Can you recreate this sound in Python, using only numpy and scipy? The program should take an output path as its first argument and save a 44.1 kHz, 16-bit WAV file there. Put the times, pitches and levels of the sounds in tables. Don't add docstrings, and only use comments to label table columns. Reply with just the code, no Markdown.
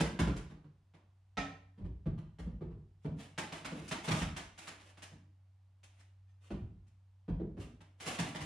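import sys
import numpy as np
from scipy import signal
from scipy.fft import rfft, irfft, next_fast_len
from scipy.io import wavfile
from scipy.ndimage import map_coordinates

SR = 44100
rng = np.random.default_rng(int(sys.argv[2]) if len(sys.argv) > 2 else 0)


def unload_wav(signal):
    wavfile.write(
        sys.argv[1],
        SR,
        np.round(np.clip(np.atleast_2d(signal).T, -1, 1) * 32767).astype(np.int16),
    )


N = 372644
SIZE = 30000
SPREAD_S = .1
T = np.arange(SIZE) / SR
HZ = np.fft.rfftfreq(SIZE, 1 / SR)
BOARD_HZ = 163

# (frequency [Hz], relative level [dB])
JOIST_BOUNCE = [(22, -42), (36, -12), (46, 0.5), (62, 7.5), (78, 0), (105, -3), (135, -12), (220, -90.5)]
# (centre [Hz], share of a thud [dB], share of a snap [dB])
VOICE_SHARES = [(306, 0.5, -3.5), (824, -2, -1), (2370, 2, 0), (6900, 0.5, -6.5)]


def amp(db):
    return 10 ** (np.asarray(db) / 20)


def along(points, hz):
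    f, v = np.transpose(points)
    return np.interp(np.log(hz + 1), np.log(f), v)


def colour(points):
    cepstrum = irfft(np.log(amp(along(points, HZ))))
    cepstrum[1:SIZE // 2] *= 2
    cepstrum[SIZE // 2 + 1:] = 0
    return np.exp(rfft(cepstrum))


def delay(s):
    return np.exp(-2j * np.pi * HZ * s)


def resonance(hz, width):
    return 1j * HZ * width / (hz ** 2 - HZ ** 2 + 1j * HZ * width)


def mode(hz, t60):
    ring = resonance(hz, np.log(1000) / np.pi / t60)
    swell = resonance(hz, hz / 2)
    return ring * swell


def at_level(spectrum, db):
    energy = 2 * np.mean(np.sum(np.abs(spectrum) ** 2, axis=-1)) / SIZE
    return spectrum * amp(db) / np.sqrt(energy / (SPREAD_S * SR) + 1e-30)


def add(track, s, spectrum):
    start = max(round(s * SR), 0)
    track[:, start:start + SIZE] += irfft(spectrum)[:, :max(N - start, 0)]


def filtered(x, gain):
    m = next_fast_len(N + 8192)
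    return irfft(rfft(x, m) * gain(np.fft.rfftfreq(m, 1 / SR)), m)[..., :N]


def background(hum_hz=95, drift_hz=0.27, hum_db=0.5, air_db=-76):
    # (time [s], level before hum_db is added [dB])
    hum_levels = [(0.55, -70.5), (1.9, -60), (4.66, -67), (5.05, -60.5), (5.77, -64), (6.22, -59.5),
                  (7.2, -62.5)]
    # (frequency [Hz], relative level per Hz [dB])
    air_shape = [(25, -22.5), (60, 9.5), (110, 2.5), (200, -8), (400, -21), (750, -14), (1500, -22),
                 (3000, -25.5), (6000, -32), (15000, -41)]
    t = np.arange(N) / SR
    drift = map_coordinates(rng.standard_normal(40), [3 * t], mode="nearest")
    hum = np.sqrt(2) * np.sin(2 * np.pi * np.cumsum(hum_hz + drift_hz * drift) / SR)
    hum *= amp(hum_db + np.interp(t, *np.transpose(hum_levels)))
    shared, own = rng.standard_normal(N), rng.standard_normal((2, N))
    air = filtered(shared, lambda hz: amp(along(air_shape, hz)))
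    air = air + filtered(own, lambda hz: amp(along(air_shape, hz)) * hz / (hz + 500))
    return hum + amp(air_db) * air / air.std()


def room(direct_db=-14, early_db=-5, early_s=.022, wall_db=-3, wall_s=.012, wall_hz=4500,
         rise_s=0.0028, count=12):
    # (frequency [Hz], t60 [s])
    decay = [(50, 0.49), (160, 0.65), (400, 0.49), (1200, 0.51), (3000, 0.46), (6000, 0.42), (12000, 0.34)]
    # (frequency [Hz], correlation [-1 to 1])
    likeness = [(150, 0.99), (280, 0.99), (500, 0.9), (1000, 0.14), (2000, 0.39), (4000, 0.56),
                (8000, -0.23)]
    hz, t, z = signal.stft(rng.standard_normal((2, SIZE)), SR, nperseg=256)
    dying = z * amp(-60 * t / along(decay, hz)[:, None])
    tail = signal.istft(dying, SR, nperseg=256)[1][:, :SIZE]
    tail *= 1 - np.exp(-T / rise_s)
    tail /= np.sqrt(np.sum(tail ** 2) / 2)
    for port in tail:
        at = (rng.uniform(.1, 1, count) * early_s * SR).astype(int)
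        port[at] += amp(early_db) * rng.standard_normal(count) / np.sqrt(count)
    turn = np.arccos(np.clip(along(likeness, HZ), -1, 1)) / 2
    mid, side = rfft(tail) * [np.cos(turn), np.sin(turn)]
    wall = amp(wall_db) * HZ / (HZ + wall_hz) * delay(wall_s * rng.uniform(0.84, 1.2, (2, 1)))
    return np.array([mid + side, mid - side]) + amp(direct_db) + wall


def splinters(envelope, rate, spread_db):
    at = np.flatnonzero(rng.random(SIZE) < rate / SR)
    signs = np.sign(rng.standard_normal(len(at)))
    slips = np.zeros(SIZE)
    slips[at] = signs * amp(-spread_db * rng.random(len(at))) * envelope[at]
    return rfft(slips) / np.sqrt(np.sum(slips ** 2) + 1e-20)


def contact(crunch_db, crunch_s):
    return 1 + amp(crunch_db) * splinters(np.exp(-T / crunch_s), rate=1300, spread_db=13.5)


def timber(strength_db=-8, scatter_db=3, shift=0.0062):
    # (centre [Hz], width [Hz], relative level [dB])
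    wood_modes = [(292.7, 19, 5.5), (636.5, 71, 2), (752, 56, -1.5), (975, 22, -2), (1160, 58, 2.5),
                  (1331, 7.5, -1.5), (1726, 10, -2.5), (2720, 20, -5), (2990, 15, -0.5)]
    response = 1
    for (hz, width, db), (gain, strain) in zip(wood_modes, rng.standard_normal((len(wood_modes), 2))):
        strained_hz = hz * np.exp(shift * strain)
        response = response + amp(db + strength_db + scatter_db * gain) * resonance(strained_hz, width)
    return response


def board(blow, pitch_hz, t60, db, ring_db=-3, floor_db=-3, floor_hz=158, floor_width=85):
    broad = resonance(floor_hz, floor_width)
    floor = at_level(blow * broad * broad * broad, db + floor_db)
    ring = mode(pitch_hz, t60) * resonance(pitch_hz, pitch_hz)
    return floor + at_level(ring, db + ring_db)


def floor_voices(grit_lag_s=.0022):
    # (frequency [Hz], relative level [dB])
    hollow_shape = [(130, -52.5), (220, -2.5), (275, 1), (330, 1), (430, -4.5), (560, -14), (800, -28),
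                    (1600, -87.5)]
    knock_shape = [(280, -39), (500, -6), (640, 1), (760, 1.5), (860, 5.5), (980, 5), (1300, -3),
                   (1550, -6.5), (2300, -31.5), (5000, -94.5)]
    crack_shape = [(700, -32.5), (1450, -2), (1850, 2), (2400, 1), (3200, -0.5), (4200, -6), (5500, -14),
                   (11000, -70.5)]
    grit_shape = [(2200, -48), (4200, -4), (5200, 1.5), (7000, 0.5), (10000, -3), (15000, -17.5)]
    grit = colour(grit_shape) * delay(grit_lag_s)
    return [colour(hollow_shape), colour(knock_shape), colour(crack_shape), grit]


def answer(blow, voices, levels_db):
    return sum(at_level(blow * voice, db) for voice, db in zip(voices, levels_db))


def scrapes():
    # (centre time [s], standard deviation of the swell [s], level [dB])
    strokes = [(3.037, .016, -75), (3.213, .022, -56), (3.568, 0.027, -56.5), (3.792, 0.061, -55.5),
               (4.051, 0.015, -47.5), (4.165, 0.027, -44.5), (4.631, .035, -55.5), (4.864, 0.026, -64),
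               (5.963, .04, -76), (6.448, 0.022, -69), (7.61, 0.018, -59), (8.073, 0.032, -41.5),
               (8.144, 0.03, -51), (8.241, 0.034, -49), (8.42, .011, -53)]
    # (frequency [Hz], relative level [dB])
    rasp_shape = [(150, -12.5), (400, -2), (700, -3), (1400, -5.5), (2900, -3.5), (4500, -12),
                  (7000, -11.5), (10000, -14), (15000, -27)]
    track, rasp = np.zeros((2, N)), colour(rasp_shape)
    for s, half, db in strokes:
        lead = np.pi * half
        swell = np.exp(-.5 * ((T - lead) / half) ** 2)
        slips = splinters(swell, rate=800, spread_db=43.5)
        add(track, s - lead, at_level(slips * rasp * timber() * room(), db))
    return track


def snaps(board_db=-3, joist_db=-13, pivot_hz=2200):
    # (time [s], crack reference level [dB], brightness [dB/octave])
    cracks = [(.363, -59, 2), (0.938, -75, -2.5), (3.378, -45, 0.5), (3.522, -52, -0.1), (3.647, -50, 0.1),
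              (3.879, -59, 5.5), (3.912, -45, 0.04), (4.364, -50, 1.5), (4.578, -59.5, 3), (4.673, -54, 2),
              (4.799, -68.5, 1), (4.972, -67, 0), (5.021, -58, 3), (5.832, -69.5, 3.5), (5.993, -74, 2.5),
              (6.868, -86.5, 4), (7.806, -70, -.5), (8.001, -57.5, 2.5), (8.348, -50.5, -0.5)]
    track, voices, joists = np.zeros((2, N)), floor_voices(), colour(JOIST_BOUNCE)
    centre_hz, _, share_db = np.transpose(VOICE_SHARES)
    for s, db, brightness in cracks:
        touch = contact(crunch_db=-8.5, crunch_s=.014)
        blow = room(direct_db=-12.5) * touch * timber(strength_db=-9, shift=.02)
        wood_db = db + board_db + brightness * np.log2(BOARD_HZ / pivot_hz)
        low = board(blow, BOARD_HZ, t60=.11, db=wood_db)
        low = low + at_level(blow * joists, wood_db + joist_db)
        levels_db = db + share_db + brightness * np.log2(centre_hz / pivot_hz)
        add(track, s, low + answer(blow, voices, levels_db))
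    return track


def crowbar(crack_db=-2, board_db=-4.5, joist_db=-4, split=.011, twin_db=-5):
    # (time [s], ring level [dB], ring brightness [dB/octave])
    strikes = [(1.371, -40.5, -2), (4.215, -52, -1), (6.281, -87.5, 4), (6.508, -70, -1)]
    # (frequency [Hz], relative level [dB], t60 [s])
    steel_modes = [(277.8, 0, 0.34), (461, -9, .22), (708, -3.5, .14), (764, -3.5, .12), (1007, -11, .1),
                   (1295, 3.5, 0.28), (1812, 3, 0.078), (2130, -6, 0.14), (2360, -1, 0.21),
                   (2640, -12.5, 0.14), (3160, -14.5, .18), (3255, -26, 0.23), (3520, -21.5, 0.17),
                   (3460, -5.5, .15), (4850, -13, 0.181), (5120, -8.5, 0.24), (6230, -6, 0.15),
                   (6756, -18, .26), (7009, -18.5, .24), (7340, -14.5, .26), (7540, -17, .26),
                   (8450, -19, .28), (8750, -21.5, 0.39), (9600, -18.5, .24), (9450, -25, .22),
                   (10430, -26.5, .22)]
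    # (frequency [Hz], relative level [dB])
    tip_shape = [(250, -19), (600, 3.5), (1100, -4.5), (1900, 0), (3300, -2.5), (4300, -13), (6000, -19),
                 (8000, -26.5), (10000, -40.5), (15000, -62)]
    track = np.zeros((2, N))
    pairs = [mode(hz, t60) + amp(twin_db) * mode(hz * (1 + split), t60) for hz, _, t60 in steel_modes]
    lowest_hz = steel_modes[0][0]
    for s, ring_db, bright_db in strikes:
        space = room()
        ring = sum(at_level(space * pair, db + bright_db * np.log2(hz / lowest_hz))
                   for pair, (hz, db, _) in zip(pairs, steel_modes))
        crack = at_level(space * contact(crunch_db=-6, crunch_s=.02) * colour(tip_shape), crack_db)
        thump = board(space, pitch_hz=195.3, t60=.2, db=board_db)
        thump = thump + at_level(space * colour(JOIST_BOUNCE), board_db + joist_db)
        add(track, s, at_level(ring, ring_db) + amp(ring_db) * (crack + thump))
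    return track


def thuds(joist_lag_s=0.0066, gripped_t60_s=.17, free_t60_s=.55, half_free_softness=3.4):
    # (time [s], board pitch [Hz], board reference level [dB],
    # softness [dB lost per octave above the board], joists over board [dB], extra boom of the hollow [dB])
    blows = [(.001, 157, -35, 2.5, -7, -1), (.19, 166.2, -33, 3.5, -1.5, -1.5),
             (.27, 132.6, -39, 5, -1.5, 0.5), (.5, 154, -55, 5, -6, -2), (.64, 147.4, -59, 7, -14, -2.5),
             (1.777, 195, -57, 6.5, 9, 0), (1.807, 189, -49.5, 10, 7, -1.5),
             (1.844, 173, -53.5, 6.5, -1, 0.5), (2.058, 155.4, -37.5, 9, -2.5, -0.5),
             (2.178, 152.4, -53, 5.5, -8, -17.5), (2.386, 171, -53.5, 3.5, 11, 0),
             (2.46, 170.5, -45, 11, -1.5, -1), (2.609, 150.8, -42.5, 9, -6.5, 1.5),
             (2.706, 146.5, -52, 9, 0.5, -11), (3.047, 154, -38.5, 8, -11, 0),
             (3.715, 172.5, -48, 4.5, -16, 4), (3.775, 157.5, -51, 6, -7.5, 1),
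             (4.078, 160.5, -36, 3, -8.5, -6.5), (4.108, 153.2, -35, 2.5, -4, -6),
             (4.212, 176, -44.5, 2, 0.5, -4.5), (5.116, 147.6, -60, 5, -8, -1.5),
             (6.504, 204, -43, 6, -3.5, 2), (6.6, 174.6, -51.5, 11.5, 7, -8.5),
             (7.281, 173, -37.5, 9, -1, 0), (7.396, 195.6, -42, 10, -4, 8), (7.57, 172.3, -50, 6.5, 1, 4.5),
             (8.061, 173, -50.5, 0.5, -13, -2), (8.187, 171.4, -40, 1.7, -14, -4.5),
             (8.405, 150, -52.5, 1.5, 2, -3)]
    track, voices = np.zeros((2, N)), floor_voices()
    joists = colour(JOIST_BOUNCE) * delay(joist_lag_s)
    centre_hz, share_db, _ = np.transpose(VOICE_SHARES)
    for s, pitch_hz, db, softness, joist_db, hollow_db in blows:
        blow = room() * contact(crunch_db=-4.5, crunch_s=.01) * timber()
        free = softness ** 2 / (softness ** 2 + half_free_softness ** 2)
        t60 = gripped_t60_s + (free_t60_s - gripped_t60_s) * free
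        low = at_level(blow * joists, db + joist_db) + board(blow, pitch_hz, t60, db)
        levels_db = db + share_db - softness * np.log2(centre_hz / BOARD_HZ)
        levels_db[0] += hollow_db
        add(track, s, low + answer(blow, voices, levels_db))
    return track


def scene():
    return background() + scrapes() + snaps() + crowbar() + thuds()


def record(dry, top_hz=15300):
    # (frequency [Hz], gain [dB])
    mic_colour = [(10200, -0.5), (11600, -10.5), (14200, -4.5), (15200, -19)]
    # (frequency [Hz], left minus right [dB])
    balance = [(250, -.3), (600, -2.1), (1200, -1.9), (4000, -.4), (8000, 1.3), (12000, 2.4)]
    sides = np.array([[.5], [-.5]])
    return filtered(dry, lambda hz: amp(along(mic_colour, hz) + sides * along(balance, hz)) * (hz < top_hz))


dry = scene()
out = record(dry)
unload_wav(out)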